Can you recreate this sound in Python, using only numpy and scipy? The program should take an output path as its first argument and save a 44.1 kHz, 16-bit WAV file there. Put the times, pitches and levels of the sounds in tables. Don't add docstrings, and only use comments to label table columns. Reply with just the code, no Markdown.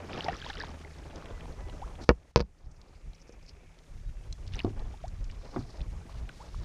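import sys
import numpy as np
from scipy import signal
from scipy.io import wavfile
from scipy.ndimage import uniform_filter1d

SR = 44100
rng = np.random.default_rng(int(sys.argv[2]) if len(sys.argv) > 2 else 0)


def store_pcm(level_fs):
    pcm = np.round(np.clip(level_fs, -1, 1) * 32767).astype(np.int16)
    wavfile.write(sys.argv[1], SR, np.atleast_2d(pcm).T)


N = 292824

# t/s, mean f/Hz, mean level/dB
MOTOR = [(0, 88.6, -49), (.3, 78.8, -51), (.9, 75.2, -45), (1.3, 76.35, -50.5), (1.75, 75.2, -51.5),
         (2.1, 76.9, -49), (2.6, 78.1, -69), (6.64, 80.3, -80.5)]
HUM_HZ, HUM_DB = 163, -61
# f/Hz, spectral level/dB (per Hz)
WIND_COLOUR = [(15, -5.5), (30, 3.5), (55, 0), (100, -9), (160, -21.5), (260, -37), (600, -62), (2000, -93)]
LAP_COLOUR = [(80, 2.5), (180, 3), (450, 2), (900, -3), (1400, -13), (2200, -16.5), (4000, -53)]
FIZZ_COLOUR = [(700, -49), (1500, -2.5), (2200, -3), (3300, -6.5), (4600, -9.5), (5800, 1), (7000, -54.5),
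               (10000, -79)]
AIR_COLOUR = [(200, -2.5), (2000, 4), (5000, -6), (7000, 6.5), (8500, -6), (10500, 0.5), (13500, -29),
              (16000, -30)]
AIR_DB, FIZZ_DB = -64, -68.5
# t/s, level/dB
BREEZE = [(0, -49), (.35, -43.5), (1.2, -49), (1.42, -38.5), (2.25, -45), (2.55, -44.5), (3.3, -41),
          (3.85, -47), (4.25, -39.5), (4.72, -38.5), (5.25, -37.5), (5.47, -45.5), (5.7, -38),
          (6.05, -42.5), (6.45, -39.5), (6.63, -48)]
# crest t/s, standard deviation of the bell-shaped envelope/s, level/dB
GUSTS = [(2.672, 0.037, -34), (2.796, 0.03, -38.5), (3.083, 0.025, -34), (3.259, 0.02, -53),
         (3.976, 0.038, -32), (4.085, 0.027, -29), (4.318, 0.02, -31.5), (4.521, 0.038, -28.5),
         (4.794, 0.0053, -35), (4.86, 0.064, -34.5), (5.21, 0.014, -32), (5.301, 0.029, -34),
         (5.809, 0.012, -29.5), (5.908, 0.029, -30.5), (5.986, 0.026, -34.5), (6.194, 0.067, -35.5),
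         (6.61, 0.035, -31.5)]
# t/s, level/dB
LAPPING = [(0, -46), (.8, -55.5), (1.3, -52.5), (2, -54), (2.25, -55), (3.3, -60), (4.3, -57.5),
           (4.9, -59.5), (5.5, -51), (5.9, -56.5), (6.3, -58.5), (6.63, -49.5)]
# crest t/s, level/dB
WAVELETS = [(.18, -40.5), (2.019, -48.5), (2.899, -52), (3.32, -53.5), (4.58, -48.5), (4.801, -48),
            (5.79, -48.5), (6.1, -54.5), (6.2, -50.5)]
WAVELET_RISE_S, WAVELET_FALL_S = 0.065, 0.087
# t/s, hold/s, level/dB
SPLASHES = [(0.122, 0.2, -51), (0.443, 0.18, -52), (4.538, 0.065, -55.5)]
SPLASH_ATTACK_S, SPLASH_RELEASE_S = 0.038, 0.052
# t/s, level/dB
TRICKLE = [(0, -69), (.8, -66.5), (1.25, -63.5), (2, -78), (2.4, -72), (4.4, -73.5), (4.8, -69),
           (6.63, -74)]
# t/s, peak level/dB, starting f/Hz, pitch rise/(octaves per s), life/s
DRIPS = [(0.109, -45, 3150, 10, .005), (0.1318, -28, 2550, 5, 0.0018), (0.152, -46, 3600, 15, 0.0056),
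         (.1786, -39, 2770, 15, 0.0053), (0.2074, -25, 3020, 4, 0.0041), (.223, -42, 4500, 10, .006),
         (0.243, -39, 3630, 9, 0.0059), (0.2442, -32, 5060, 8, 0.0036), (.259, -35, 867, 3, 0.044),
         (0.2831, -21, 682, 16, 0.019), (.292, -26.5, 736, 7, 0.024), (0.2858, -32, 1880, -2, 0.017),
         (0.2852, -29, 2600, 10, 0.0033), (0.3303, -34, 1700, 29, 0.008), (0.343, -44, 3260, 15, .005),
         (.3672, -41.5, 5750, 5, .005), (0.4013, -39.5, 4410, 10, .004), (0.4167, -34.5, 3180, 20, 0.0065),
         (0.4463, -36.5, 3800, 14, 0.0065), (0.462, -38, 903, 28, 0.023), (0.464, -35, 3180, 10, .005),
         (0.498, -36, 837, -5, 0.025), (0.4994, -35, 3780, 21, 0.0055), (0.501, -32.5, 1530, 54, 0.013),
         (0.6006, -32, 4930, 8, 0.0031), (0.604, -30, 1710, 4, 0.013), (0.6367, -29, 890, 20, 0.0077),
         (0.8478, -40.5, 2150, -24, 0.0081), (1.224, -36, 1170, 19, 0.0028), (1.456, -38.5, 860, 1, 0.0061),
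         (1.818, -36, 682, 34, 0.049), (1.876, -41, 1070, 1, 0.0078), (4.556, -34, 5716, 10, 0.0037),
         (4.602, -24.5, 2680, 55, 0.0049), (4.607, -37, 1790, 40, .007), (4.617, -44, 4450, 5, 0.0071),
         (4.94, -41, 793, 19, 0.018), (5.039, -31.5, 610, 27.5, 0.035), (5.544, -38, 990, 12, 0.0071),
         (6.094, -41, 1010, 15, 0.0087), (6.293, -38, 1556, -15, 0.012), (6.4, -43.5, 765, 23.5, 0.068),
         (6.545, -37, 1100, 6, 0.0055)]
# t/s, length/s, mean starting f/Hz, mean ending f/Hz, level/dB, octave level/dB re the tone
SQUEAKS = [(1.3, .11, 1005, 975, -67.5, 6), (1.53, .26, 1000, 988, -60, -2.5),
           (4.05, .06, 3850, 3800, -68, -20), (4.13, .14, 2700, 2570, -67, -20),
           (4.318, .05, 3420, 3330, -66, -20)]
# t/s, length/s, centre f/Hz, level/dB
SCRAPES = [(2.581, 0.016, 5070, -63), (2.641, 0.028, 4900, -65), (2.705, 0.025, 5410, -63),
           (2.756, 0.025, 5300, -63), (3.142, 0.019, 5280, -58), (3.193, 0.021, 5400, -64),
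           (3.213, 0.015, 5500, -56), (3.266, 0.035, 5460, -63), (3.318, 0.023, 5750, -61),
           (3.424, 0.011, 5340, -62), (3.453, 0.018, 5150, -60), (3.473, 0.041, 4950, -53)]
# t/s, length/s, centre f/Hz, width/Hz, level/dB
RUBS = [(2.002, 0.097, 4810, 2420, -56.5), (2.37, 0.014, 5260, 1400, -34), (2.403, 0.012, 4450, 910, -25),
        (2.66, 1.25, 2370, 554, -66.5), (2.81, 0.23, 4500, 1300, -67), (5.321, 0.58, 4750, 1870, -63.5),
        (6.071, 0.15, 3550, 3300, -62.5), (6.188, 0.82, 4460, 2400, -64.5)]
# t/s, peak level/dB, centre f/Hz
TICKS = [(1.158, -40.5, 4980), (1.257, -38, 2600), (1.408, -38.5, 2440), (1.697, -40.5, 3146),
         (1.954, -45, 2950), (2.715, -44, 6430), (2.815, -33.5, 4700), (3.133, -41.5, 3760),
         (3.162, -48, 3950), (3.292, -46, 5000), (3.493, -39, 4500), (3.788, -43.5, 4140),
         (4.326, -30, 4830), (4.4667, -46, 4120), (4.4752, -42, 4270), (4.4785, -40, 3970),
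         (4.531, -49, 4000), (4.537, -33, 3560), (4.546, -35, 2900), (4.565, -39.5, 4500),
         (4.583, -39, 2900), (4.5916, -22.5, 3200), (4.595, -35, 2750), (4.647, -36, 4000),
         (4.794, -41, 3440), (5.08, -42.5, 5600), (5.242, -40.5, 4540), (5.299, -38, 2430),
         (5.313, -40.5, 4850), (5.806, -38.5, 2980), (5.814, -41, 3650), (6.291, -36, 2620)]
# start t/s, end t/s
HANDLING = [(.7, 2.0), (4.7, 5.4)]
FAINT_TICK_DB, FAINT_TICK_HZ = -54, 3260
# t/s, strength level/dB, contact low-pass f/Hz, boom level/dB
THUDS = [(4.6463, 0, 1110, 0), (4.656, 1, 150, 0), (4.676, -7, 600, -4.5), (4.704, -19, 350, 4),
         (4.762, -28, 1500, -2), (5.5612, -0.5, 2340, -12.5), (5.5668, -9, 474, 1), (5.575, -11, 800, -11),
         (5.59, -5.5, 141, 3.5), (5.608, -22.5, 1700, 0), (6.053, -20, 253, -3)]
# f/Hz, level/dB, t60/s
FLOOR = [(107.4, -29, 0.2), (134.5, -24.5, 0.17), (243, -21, 0.076), (298, -22.5, 0.073), (320, -22, 0.047),
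         (360, -17.5, 0.054), (400, -31, 0.05), (563, -28, 0.044), (689, -25.5, 0.048), (770, -37, 0.05),
         (1147, -22, 0.022), (1320, -29.5, 0.015), (1960, -38, 0.019), (3530, -42, 0.037)]
# t/s, strength level/dB, contact low-pass f/Hz, boom level/dB,
# crack level/dB re the blow, place (0 deck, 1 side wall), ring time as a share of the free hull's
KNOCKS = [(1.3083, -37.5, 1201, -12, -34, 0.97, 1.4), (2.0913, -1, 2570, -1.5, -9.5, 0.089, 1.15),
          (2.103, -13.5, 1290, -1.5, -35.5, 0.086, 0.75), (2.106, -12, 686, -1, -37, 0, 0.56),
          (2.1115, -13, 1210, -1.5, -29.5, 0.96, .6), (2.36, 6, 2300, -7.5, -5.5, 1, 1.04),
          (2.3614, -6.5, 1410, 7, -14.5, 0.63, .9), (2.3694, -11.5, 1300, 6, -6, 0.4, 0.86),
          (2.3748, -8, 1104, -3.5, -11, 0.6, 1.35), (2.389, -26, 910, -11, -4, 0.84, 1),
          (2.3955, -17.5, 1900, -7, -7, 0.37, 1), (2.4041, -14, 2210, 7.5, -5, 0.23, 1.2),
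          (2.4095, -15.5, 970, 1, -9, 0.84, 1.4), (2.4235, -23.5, 900, -10, -17, 0.56, 0.84),
          (3.294, -42, 910, -10, -19.5, 0, 1.3)]
# f/Hz, level/dB struck on the deck, level/dB struck on the side wall, t60/s
HULL = [(57, 0, -3.5, 0.1), (110, -8.5, -1, 0.06), (164, -18, -15.5, 0.11), (202, -17.5, -13.5, 0.097),
        (283, -10, -16, 0.05), (337, -10, -16.5, 0.05), (391, -5.5, -16, 0.058), (480.5, 2.5, -3, 0.054),
        (546, 0.5, -9.5, 0.034), (618, -7.5, -12, 0.036), (680, -12, -15, 0.032), (845, -14, -16.5, 0.028),
        (920, -14, -7.5, .032), (1000, -14, -8, 0.03), (1070, -10.5, -22, 0.031), (1245, -5, -30.5, 0.027),
        (1456, -4, -20.5, 0.027), (1720, -4.5, -22.5, 0.024), (1880, -5, -24, 0.022),
        (2275, -10, -27.5, 0.032), (2790, -17.5, -28, 0.04)]
# f/Hz, level/dB, t60/s
HULL_RING = [(150, -32.5, 0.13), (296, -35, 0.054), (620, -22.5, 0.068), (1160, -25, 0.065),
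             (2360, -28, 0.064), (4850, -49, 0.057)]
# f/Hz, level/dB, t60/s
GEAR = [(833, 17, 0.0014), (2530, -7.5, 0.017), (3480, 23.5, 0.00031), (4540, -10.5, 0.018),
        (4990, 0, 0.0042), (5560, -31, 0.0032)]
CUTOFF_HZ = 14200
LOOK_AHEAD_S, RECOVERY_S = .044, 2.21
CEILING, FULL_SCALE = 1.02, .85


def from_db(db):
    return 10 ** (np.asarray(db) / 20)


def rms_one(x):
    return x / np.sqrt(np.mean(x ** 2) + 1e-20)


def in_time(rows):
    s, *columns = np.transpose(rows)
    return [np.interp(np.arange(N) / SR, s, c) for c in columns]


def add(out, s, sound):
    at = max(int(round(s * SR)), 0)
    out[at:at + len(sound)] += sound[:max(N - at, 0)]


def passed(x, hz, kind, order=2):
    edges = np.clip(hz, 10, .47 * SR)
    return signal.sosfilt(signal.butter(order, edges, kind, fs=SR, output="sos"), x)


def drift(rate):
    knots = rng.standard_normal(2000)
    return np.interp(np.arange(N) / SR * rate, np.arange(len(knots)), knots) * np.sqrt(3 / 2)


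def noise(colour, patchy_db, flutter=20):
    edges = 14 * 2 ** (np.arange(21) / 2)
    hz, db = np.transpose(colour)
    white, together, out = rng.standard_normal((2, N)), drift(flutter), 0
    for k, (low, high) in enumerate(zip(edges, edges[1:])):
        log_centre = np.log(low * high) / 2
        level = np.interp(log_centre, np.log(hz), db, left=-100, right=-100)
        if level > -100:
            flicker = np.clip(1.4 * together + drift(flutter), -3, 1.5)
            band = passed(white[k % 2], [low, high], "band")
            out = out + from_db(level + patchy_db * flicker) * band
    return rms_one(out)


def burst(t, edges, level_db, t60):
    return rms_one(passed(rng.standard_normal(len(t)), edges, "band")) * from_db(level_db - 60 * t / t60)


def struck(modes, t, gains=1):
    hz, db, t60 = np.transpose(modes)[:, :, None]
    return np.sum(gains * from_db(db - 60 * t / t60) * np.sin(2 * np.pi * hz * t), axis=0)


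def bubble(hz, rise, life):
    t = np.arange(int(2 * life * SR)) / SR
    age = 7.7 * t / life
    pitch = hz * 2 ** (rise * np.minimum(t, life))
    return age * np.exp(1 - age) * np.sin(2 * np.pi * np.cumsum(pitch) / SR)


def swell(s, hold, rise, fall):
    t = np.arange(N) / SR - s
    return np.exp(np.minimum(t, 0) / rise - np.maximum(t - hold, 0) / fall)


def spray():
    thrown = sum(from_db(db) * swell(s, hold, SPLASH_ATTACK_S, SPLASH_RELEASE_S) for s, hold, db in SPLASHES)
    return np.hypot(thrown, from_db(in_time(TRICKLE)[0]))


def motor(waver_db=2.5, second_db=-14):
    hz, db = in_time(MOTOR)
    turn = 2 * np.pi * np.cumsum(hz + .8 * drift(4.6)) / SR
    drone = from_db(db + waver_db * drift(2.4)) * (np.sin(turn) + from_db(second_db) * np.sin(2 * turn))
    hum_turn = 2 * np.pi * np.cumsum(HUM_HZ + 2.3 * drift(19)) / SR
    hum = from_db(HUM_DB + waver_db * drift(14)) * np.sin(hum_turn)
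    return np.sqrt(2) * (drone + hum)


def wind(trim_db=-1):
    t = np.arange(N) / SR
    gusts = sum(from_db(db) * np.exp(-.5 * ((t - s) / half) ** 2) for s, half, db in GUSTS)
    strength = np.hypot(from_db(in_time(BREEZE)[0]), gusts)
    return from_db(trim_db) * strength * noise(WIND_COLOUR, patchy_db=2.5)


def lake(churn_db=-1, froth_db=-4, grain_db=5, restless_db=2.4, swells_per_s=7):
    falling = spray()
    slaps = sum(from_db(db) * swell(s, 0, WAVELET_RISE_S, WAVELET_FALL_S) for s, db in WAVELETS)
    between = from_db(in_time(LAPPING)[0] + restless_db * drift(swells_per_s))
    lapping = np.sqrt(between ** 2 + slaps ** 2 + (from_db(churn_db) * falling) ** 2)
    fizz = np.hypot(from_db(FIZZ_DB), from_db(froth_db) * falling)
    water = lapping * noise(LAP_COLOUR, patchy_db=3.0, flutter=67)
    grains = rms_one(from_db(grain_db * np.clip(drift(250), -2, 2)))
    froth = passed(noise(FIZZ_COLOUR, patchy_db=2.5, flutter=120) * grains, 6400, "low", order=6)
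    return water + fizz * froth + from_db(AIR_DB) * noise(AIR_COLOUR, patchy_db=-0.9)


def droplets(count=22000, low_hz=1050, high_hz=5700, cycles=13, size_db=8.0, trim_db=3):
    out = np.zeros(N)
    for when, pitch, size, rise in rng.random((count, 4)):
        hz = low_hz + (high_hz - low_hz) * pitch ** 1.2
        strength = from_db(-size_db * np.log(size + .015))
        add(out, when * N / SR, strength * bubble(hz, 25 * rise, cycles / hz))
    return spray() * from_db(trim_db) * rms_one(passed(out, 6200, "low", order=10))


def drips(impact_db=-13, impact_t60=0.0033):
    out, t = np.zeros(N), np.arange(SR // 30) / SR
    for s, db, hz, rise, life in DRIPS:
        impact = rng.standard_normal(len(t)) * from_db(-60 * t / impact_t60)
        smack = passed(impact, [900, 4500], "band", order=4)
        add(out, s, from_db(db + impact_db) * 2 * smack)
        add(out, s, from_db(db) * bubble(hz, rise, life))
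    return out


def squeaks(waver=0.0084):
    out, wobble = np.zeros(N), 1 + waver * drift(60)
    for s, length, start_hz, end_hz, db, octave_db in SQUEAKS:
        n = int(length * SR)
        hz = np.linspace(start_hz, end_hz, n) * wobble[int(s * SR):][:n]
        turn = 2 * np.pi * np.cumsum(hz) / SR
        tone = np.sin(turn) + from_db(octave_db) * np.sin(2 * turn)
        add(out, s, from_db(db) * np.sqrt(np.hanning(n)) * tone)
    return out


def scrapes(catches_per_s=1100, uneven_db=4, width_hz=1300, lean=0.94):
    out = np.zeros(N)
    for s, length, hz, db in SCRAPES:
        n = int(length * SR)
        chance, size = rng.random(SR // 4)[:n], rng.standard_normal(SR // 4)[:n]
        catches = (chance < catches_per_s / SR) * from_db(uneven_db * size)
        stroke = np.sin(np.pi * np.linspace(0, 1, n) ** lean)
        padded = np.pad(catches * stroke, (0, SR // 200))
        grit = passed(padded, [hz - width_hz / 2, hz + width_hz / 2], "band")
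        add(out, s, from_db(db) * rms_one(grit))
    return out


def rubs(grain_db=3):
    out, catching = np.zeros(N), from_db(grain_db * drift(200))
    for s, length, hz, width, db in RUBS:
        hiss = passed(rng.standard_normal(2 * SR), [hz - width / 2, hz + width / 2], "band")
        hiss = rms_one(hiss)[:int(length * SR)]
        add(out, s, from_db(db) * hiss * signal.windows.tukey(len(hiss), .5))
    return out * catching


def ticks(t60=0.017, spread=1.365, snap_db=-17, count=6, uneven_db=3, scatter_octaves=0.14):
    out, t = np.zeros(N), np.arange(SR // 16) / SR
    faint = []
    for span in HANDLING:
        for _ in range(count):
            db = FAINT_TICK_DB + uneven_db * rng.normal()
            hz = FAINT_TICK_HZ * 2 ** (scatter_octaves * rng.normal())
            faint.append((rng.uniform(*span), db, hz))
    for s, db, hz in TICKS + faint:
        contact = rng.standard_normal(len(t)) * from_db(-60 * t / t60)
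        ring = passed(passed(contact, [hz / spread, hz * spread], "band"), 9770, "low", order=4)
        tick = ring + from_db(snap_db) * passed(contact, [1200, 8500], "band", order=3)
        add(out, s, from_db(db) * tick / np.abs(tick).max())
    return out


def thuds(boom_hz=520, uneven_db=2, detune=0.028, wash_db=-33, wash_t60=0.2, wash_hz=450,
          onset_s=0.00096, clatter_db=-35, clatter_t60=.09, clatter_hz=640, stutter_db=4):
    out, t = np.zeros(N), np.arange(SR // 3) / SR
    mode_hz, mode_db, mode_t60 = np.transpose(FLOOR)
    deep = 1 / (1 + (mode_hz / boom_hz) ** 8)
    for s, db, contact_hz, boom_db in THUDS:
        pitch, strength = rng.standard_normal((2, len(FLOOR)))
        blow_db = mode_db + boom_db * deep + uneven_db * strength
        modes = np.column_stack([mode_hz * (1 + detune * pitch), blow_db, mode_t60])
        wash = burst(t, [wash_hz / 2, wash_hz], wash_db + boom_db, wash_t60)
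        loose = from_db(stutter_db * drift(325)[:len(t)])
        chatter = passed(rng.standard_normal(len(t)) * loose, [clatter_hz / 2, clatter_hz * 2], "band")
        clatter = rms_one(chatter) * from_db(clatter_db - 60 * t / clatter_t60)
        boom = (struck(modes, t) + wash + clatter) * (1 - np.exp(-t / onset_s))
        add(out, s, from_db(db) * passed(boom, contact_hz, "low"))
    return out


def knocks(boom_hz=180, uneven_db=2, rattle_db=-22, rattle_t60=0.054, radiate_hz=40, crack_hz=6100,
           glint_db=-24):
    out, t = np.zeros(N), np.arange(SR // 3) / SR
    mode_hz, deck_db, side_db, mode_t60 = np.transpose(HULL)
    deep = 1 / (1 + (mode_hz / boom_hz) ** 4)
    signs = np.where(deep > .5, -1, 1)[:, None]
    high = mode_hz > 1200
    signs[high] = (-1) ** np.arange(np.sum(high))[:, None]
    for s, db, contact_hz, boom_db, crack_db, place, ring in KNOCKS:
        place_db = deck_db + np.clip(place, 0, 1) * (side_db - deck_db)
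        mode_db = place_db + boom_db * deep + uneven_db * rng.standard_normal(len(deep))
        body = struck(np.column_stack([mode_hz, mode_db, mode_t60 * ring]), t, signs)
        for hz, ring_db, t60 in HULL_RING:
            body = body + burst(t, [hz / np.sqrt(2), hz * np.sqrt(2)], ring_db, t60 * ring)
        body = passed(body, contact_hz, "low")
        body = passed(body, radiate_hz, "high")
        rattle = burst(t, [3900, 5900], rattle_db, rattle_t60)
        gear = passed(struck(GEAR, t) + rattle, 370, "high")
        glint = from_db(glint_db) * passed(gear, [7000, 12000], "band")
        crack = passed(gear, crack_hz, "low", order=10) + glint
        add(out, s, from_db(db) * (body + from_db(crack_db) * crack))
    return out


def scene():
    background = motor() + wind() + lake()
    water = droplets() + drips()
    handling = squeaks() + scrapes() + rubs() + ticks()
    return (background + water + handling + thuds() + knocks())[None]


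def record(dry):
    t = np.arange(N) / SR
    excess = np.maximum(1 - CEILING / np.maximum(np.abs(dry[0]), CEILING), 1e-9)
    held = np.exp(np.maximum.accumulate(np.log(excess) + t / RECOVERY_S) - t / RECOVERY_S)
    gain = 1 - uniform_filter1d(np.interp(t + LOOK_AHEAD_S, t, held), size=200)
    limited = dry * gain
    overshoot = limited - FULL_SCALE * np.tanh(limited / FULL_SCALE)
    shaved = uniform_filter1d(uniform_filter1d(overshoot, size=5), size=4)
    rounded = limited - shaved
    return signal.sosfilt(signal.ellip(10, .1, 80, CUTOFF_HZ, fs=SR, output="sos"), rounded)


dry = scene()
out = record(dry)
store_pcm(out)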